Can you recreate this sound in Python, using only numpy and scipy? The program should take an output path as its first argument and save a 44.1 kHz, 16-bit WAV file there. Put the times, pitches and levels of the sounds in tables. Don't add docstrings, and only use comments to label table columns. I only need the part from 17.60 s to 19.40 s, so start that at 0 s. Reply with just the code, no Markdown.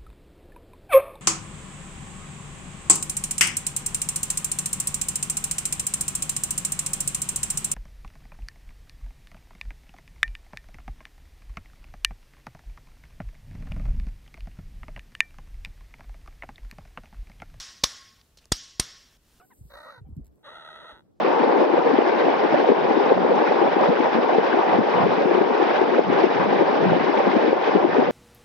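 import sys
import numpy as np
from scipy import signal
from scipy.fft import rfft, irfft
from scipy.io import wavfile
from scipy.ndimage import uniform_filter1d

SR = 44100
rng = np.random.default_rng(int(sys.argv[2]) if len(sys.argv) > 2 else 0)


def invert_db(x):
    u = np.asarray(x, float) / 20
    return 10 ** u


def file_out(sig):
    cols = np.atleast_2d(sig).T
    lim = np.clip(cols, -1, 1)
    pcm = np.round(lim * 32767).astype(np.int16)
    wavfile.write(sys.argv[1], SR, pcm)


N = 79380

# (t/s, ring level/dB, snap level/dB, thump level/dB)
CRACKS = [
    (0.2361, -30.5, -11.5, -24),
    (0.919, -34.5, -16, -15),
    (1.1964, -34, -15, -21),
]
# (rise t/s, fall t60/s)
SLIP_BURSTS = [
    (0.0042, .018),
    (0.003, 0.017),
    (0.0021, 0.023),
]
# (f/Hz, width/Hz, level/dB)
FIRST_STEEL = [(1100, 200, -3), (2368, 270, -11), (3650, 470, 1), (4780, 120, -15), (5020, 110, -1.5),
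               (5820, 83, 5), (7000, 100, -7.5), (7170, 40, -15), (10500, 91, -17.5), (11030, 180, -25.5),
               (13200, 240, -24)]
SECOND_STEEL = [(2290, 410, -7), (3430, 40, 12), (4020, 260, -10), (4880, 100, 7.5), (6030, 83, -14),
                (6600, 420, -0.5), (7880, 110, -9), (8370, 110, 3.5), (10700, 190, -18), (10800, 200, -23),
                (12100, 130, -21)]
THIRD_STEEL = [(2087, 110, -6), (4045, 73, -7.5), (4620, 69, -10), (5840, 75, 1.5), (6800, 250, -9),
               (7020, 70, -19), (7300, 83, -14.5), (8630, 150, 5), (9100, 140, -39.5), (11000, 260, -4),
               (12670, 150, -39)]
# (f/Hz, width/Hz, level/dB)
BODY_MODES = [
    [(440, 67, -14.5), (3100, 100, -16.5)],
    [(1590, 380, -11), (815, 300, -19)],
    [(3310, 450, -9.5), (420, 200, -17)],
]
# (f/Hz, level/dB)
STEEL_SHEEN = [(7000, 0.7), (9500, -2), (16000, -10)]
# (f/Hz, level/dB)
SNAP_COLOURS = [
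    [(290, -37), (500, -11), (2850, -20.5), (3490, -6), (5880, 1.5), (8450, -28.5), (16000, -31.5)],
    [(290, -32), (500, -2.5), (2730, -6), (4940, 1.5), (8700, -8.5), (14900, -19.5), (16000, -26.5)],
    [(290, -38), (500, -10.5), (2570, -13.5), (5800, 2), (7530, -9.5), (8700, -7), (16000, -44)],
]
TICK_TIMES = [
    .6135,
    .771,
    .772,
    .783,
    .8,
    .8415,
    .8415,
    .8555,
    .8555,
]
# (level/dB, centre f/Hz, width/Hz, t60/s)
TICK_TONES = [
    (-45, 3800, 2000, 0.0085),
    (-45.5, 4800, 3200, 0.041),
    (-51.5, 470, 250, 0.025),
    (-49.5, 3850, 2800, 0.058),
    (-60, 2500, 8200, 0.3),
    (-53, 2700, 900, 0.013),
    (-60, 6300, 2300, 0.024),
    (-42, 6200, 6300, .004),
    (-49, 550, 370, 0.023),
]
SCENE_CHANGES = [.62, .912, 1.572]
# (f/Hz, level/dB)
WALL_COLOUR = [(59, -41.5), (100, -11.5), (358, -21.5), (1870, -7.5), (2370, -15.5), (5530, -3),
               (10000, -27.5), (14100, -32), (16000, -51.5)]
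# (f/Hz, t60/s)
WALL_DECAY = [(150, 0.28), (500, 0.88), (1100, 0.67), (2500, 0.91), (5500, 0.67), (8000, 0.64),
              (13000, 0.28)]
# (f/Hz, width/Hz, level/dB)
BLOCK_MODES = [(1881, 210, -14.5), (2198, 22, -11.5), (3340, 440, 0), (4820, 50, -1.5), (5570, 220, 5),
               (6790, 77, -4.5)]
# (f/Hz, depth/dB)
ECHO_PATCHES = [(3000, 2), (7500, 2.5), (9000, 7.5), (16000, 9.5)]
ECHO_LEVELS = [-37.5, -39, -40]
ECHO_MIDS = [-2, 0, -5, -0.5]
ECHO_LOWS = [-3, 0, 6, 7]
# (f/Hz, level/dB)
AIR_COLOUR = [(15, -25), (25, -16), (55, -6), (229, 0.5), (575, -8.5), (1790, -11), (2110, -15),
              (3080, -11), (16000, -18)]
# (t/s, level/dB)
AIR_LEVELS = [(0, -5), (0.621, -6.7), (.9, -14.5), (1.573, -5), (1.575, -14), (1.681, -4.5), (1.8, -3)]
# (f/Hz, level/dB)
SIDE_SHARE = [(60, -27), (1000, -23.5), (6000, -26), (8500, -6), (15000, -15.5)]
# (f/Hz, level/dB)
SIDE_AIR_COLOUR = [(25, 4), (900, -3.5), (7300, -4.5), (7900, -35.5), (16000, -42)]


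def evened(x):
    return x / np.sqrt(np.mean(x ** 2) + 1e-20)


def read(points, hz):
    f, value = np.transpose(points)
    return np.interp(np.log(hz + 1), np.log(f + 1), value)


def coloured(x, points):
    gain = invert_db(read(points, np.fft.rfftfreq(len(x), 1 / SR)))
    return irfft(rfft(x) * gain, len(x))


def resonate(x, hz, width):
    turn = np.exp(2j * np.pi * hz * np.arange(len(x)) / SR)
    r = np.exp(-np.pi * width / SR)
    return 2 * (turn * signal.lfilter([1 - r], [1, -r], x / turn)).real


def add(mix, s, sound):
    start = round(s * SR)
    end = min([round(c * SR) for c in SCENE_CHANGES if c > s] + [N])
    sound = sound[max(-start, 0):]
    part = mix[max(start, 0):end][:len(sound)]
    fade_out = np.minimum(np.arange(len(part))[::-1] / 90, 1)
    part += sound[:len(part)] * fade_out


def crack(row, slips, steel, colour):
    s, ring_db, snap_db, thump_db = row
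    rise_s, fall_t60 = slips
    creak_s, creak_db = 0.0034, -32.5
    narrowest_hz = 110
    t = np.arange(round(.2 * SR)) / SR - creak_s
    creak = invert_db(creak_db) * (1 + t / creak_s) * (t < rise_s)
    fall = invert_db(-60 * np.maximum(t - rise_s, 0) / fall_t60)
    shape = (np.clip(t / rise_s, 0, 1) + creak) * fall
    jolts = rng.standard_normal((2, len(t)))
    drive = shape * jolts[0] * (rng.random(len(t)) < .4)
    ring = 0
    for hz, width, db in steel:
        mode = evened(resonate(drive, hz, max(width, narrowest_hz)))
        ring = ring + invert_db(db) * np.sqrt(width) * mode
    ring = coloured(evened(ring), STEEL_SHEEN)
    snap = shape * evened(coloured(jolts[1], colour))
    blow = thump(np.maximum(t, 0))
    return s - creak_s, invert_db(ring_db) * ring + invert_db(snap_db) * snap + invert_db(thump_db) * blow


def thump(t):
    dip_s, dip_db, push_s = 0.0011, 5.5, 0.0013
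    swing_hz, swing_q = 36, 1
    u = np.maximum(t - dip_s, 0) / push_s
    into_dip = np.minimum(t / dip_s, 1)
    suck = invert_db(dip_db) * np.sin(np.pi * into_dip) * into_dip
    push = np.e * u * np.exp(-u) - suck
    w = 2 * np.pi * swing_hz / SR
    a = np.sin(w) / (2 * swing_q)
    return signal.lfilter([1, -2, 1], [1 + a, -2 * np.cos(w), 1 - a], push)


def tick(s, db, hz, width, t60):
    t = np.arange(round(.12 * SR)) / SR
    clicks = 0.52 + (rng.random(len(t)) < .05)
    grit = rng.standard_normal(len(t)) * clicks * np.minimum(t / t60 * 15, 1)
    touch = evened(resonate(resonate(grit, hz, width), hz, width))
    return s, invert_db(db - 60 * t / t60) * touch


def bar_ring(white, t):
    hz, width = 1089, 22
    steady = .7 * np.sin(2 * np.pi * (hz * t + rng.random()))
    return steady + evened(resonate(resonate(white, hz, width), hz, 2 * width))


def echo(level_db, mids_db, lows_db):
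    block_db, bar_db, bar_t60 = -10.5, -18, 0.87
    early_db, early_t60, rise_s = 11, 0.069, 0.012
    white = rng.standard_normal(SR)
    block = evened(sum(invert_db(db) * evened(resonate(white, hz, w)) for hz, w, db in BLOCK_MODES))
    wash = evened(coloured(white, WALL_COLOUR)) + invert_db(block_db) * block
    balance = [(250, lows_db), (850, mids_db - 3.5), (1150, mids_db), (2000, mids_db), (3000, 0.0065)]
    wash = coloured(wash, balance)

    hz, t, z = signal.stft(wash, SR, nperseg=256)
    patches = uniform_filter1d(rng.standard_normal(z.shape), size=4, axis=0)
    patches = evened(uniform_filter1d(patches, size=9, axis=1))
    patch_db = read(ECHO_PATCHES, hz)[:, None] * np.minimum(patches, 1)
    t60 = np.clip(read(WALL_DECAY, hz), .05, 3)[:, None]
    z = z * invert_db(patch_db - 60 * t / t60)
    tail = signal.istft(z, SR, nperseg=256)[1][:SR]

    t = np.arange(SR) / SR
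    tail = tail + invert_db(bar_db + mids_db - 60 * t / bar_t60) * bar_ring(white, t)
    early = 1 + invert_db(early_db - 60 * t / early_t60)
    return invert_db(level_db) * tail * np.minimum(t / rise_s, 1) * early


def air():
    hush_db, rumble_db, rumble_hz, rumble_width = -60, -65, 45.7, 28
    hush = invert_db(hush_db) * evened(coloured(rng.standard_normal(N), AIR_COLOUR))
    rumble = invert_db(rumble_db) * evened(resonate(rng.standard_normal(N), rumble_hz, rumble_width))
    level_db = np.interp(np.arange(N) / SR, *np.transpose(AIR_LEVELS))
    return hush * invert_db(level_db) + rumble


def off_centre(back):
    spread = coloured(signal.hilbert(back).imag, SIDE_SHARE)
    return spread + invert_db(-76) * evened(coloured(rng.standard_normal(N), SIDE_AIR_COLOUR))


def scene():
    duck_db, duck_s = -13, 0.0052
    back, front, t = air(), np.zeros(N), np.arange(N) / SR
    add(back, -.036, echo(-37.5, ECHO_MIDS[0], ECHO_LOWS[0]))
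    add(front, -.018, invert_db(-23.5) * thump(t[:SR // 4]))
    for k, steel in enumerate([FIRST_STEEL, SECOND_STEEL, THIRD_STEEL]):
        s = CRACKS[k][0]
        ducked = (t > s - duck_s) & (t < s)
        back = back * invert_db(uniform_filter1d(duck_db * ducked, size=60))
        add(back, s, echo(ECHO_LEVELS[k], ECHO_MIDS[k + 1], ECHO_LOWS[k + 1]))
        add(front, *crack(CRACKS[k], SLIP_BURSTS[k], steel + BODY_MODES[k], SNAP_COLOURS[k]))
    for s, tone in zip(TICK_TIMES, TICK_TONES):
        add(front, *tick(s, *tone))
    side = off_centre(back)
    return np.array([back + front + side, back + front - side])


def roll_off(x):
    return signal.sosfilt(signal.butter(12, 16490, fs=SR, output="sos"), x)


def record(dry):
    edge_hz = 15700
    mix = signal.oaconvolve(dry, signal.firwin(255, edge_hz, fs=SR)[None], "same")
    return roll_off(mix)


dry = scene()
out = record(dry)
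file_out(out)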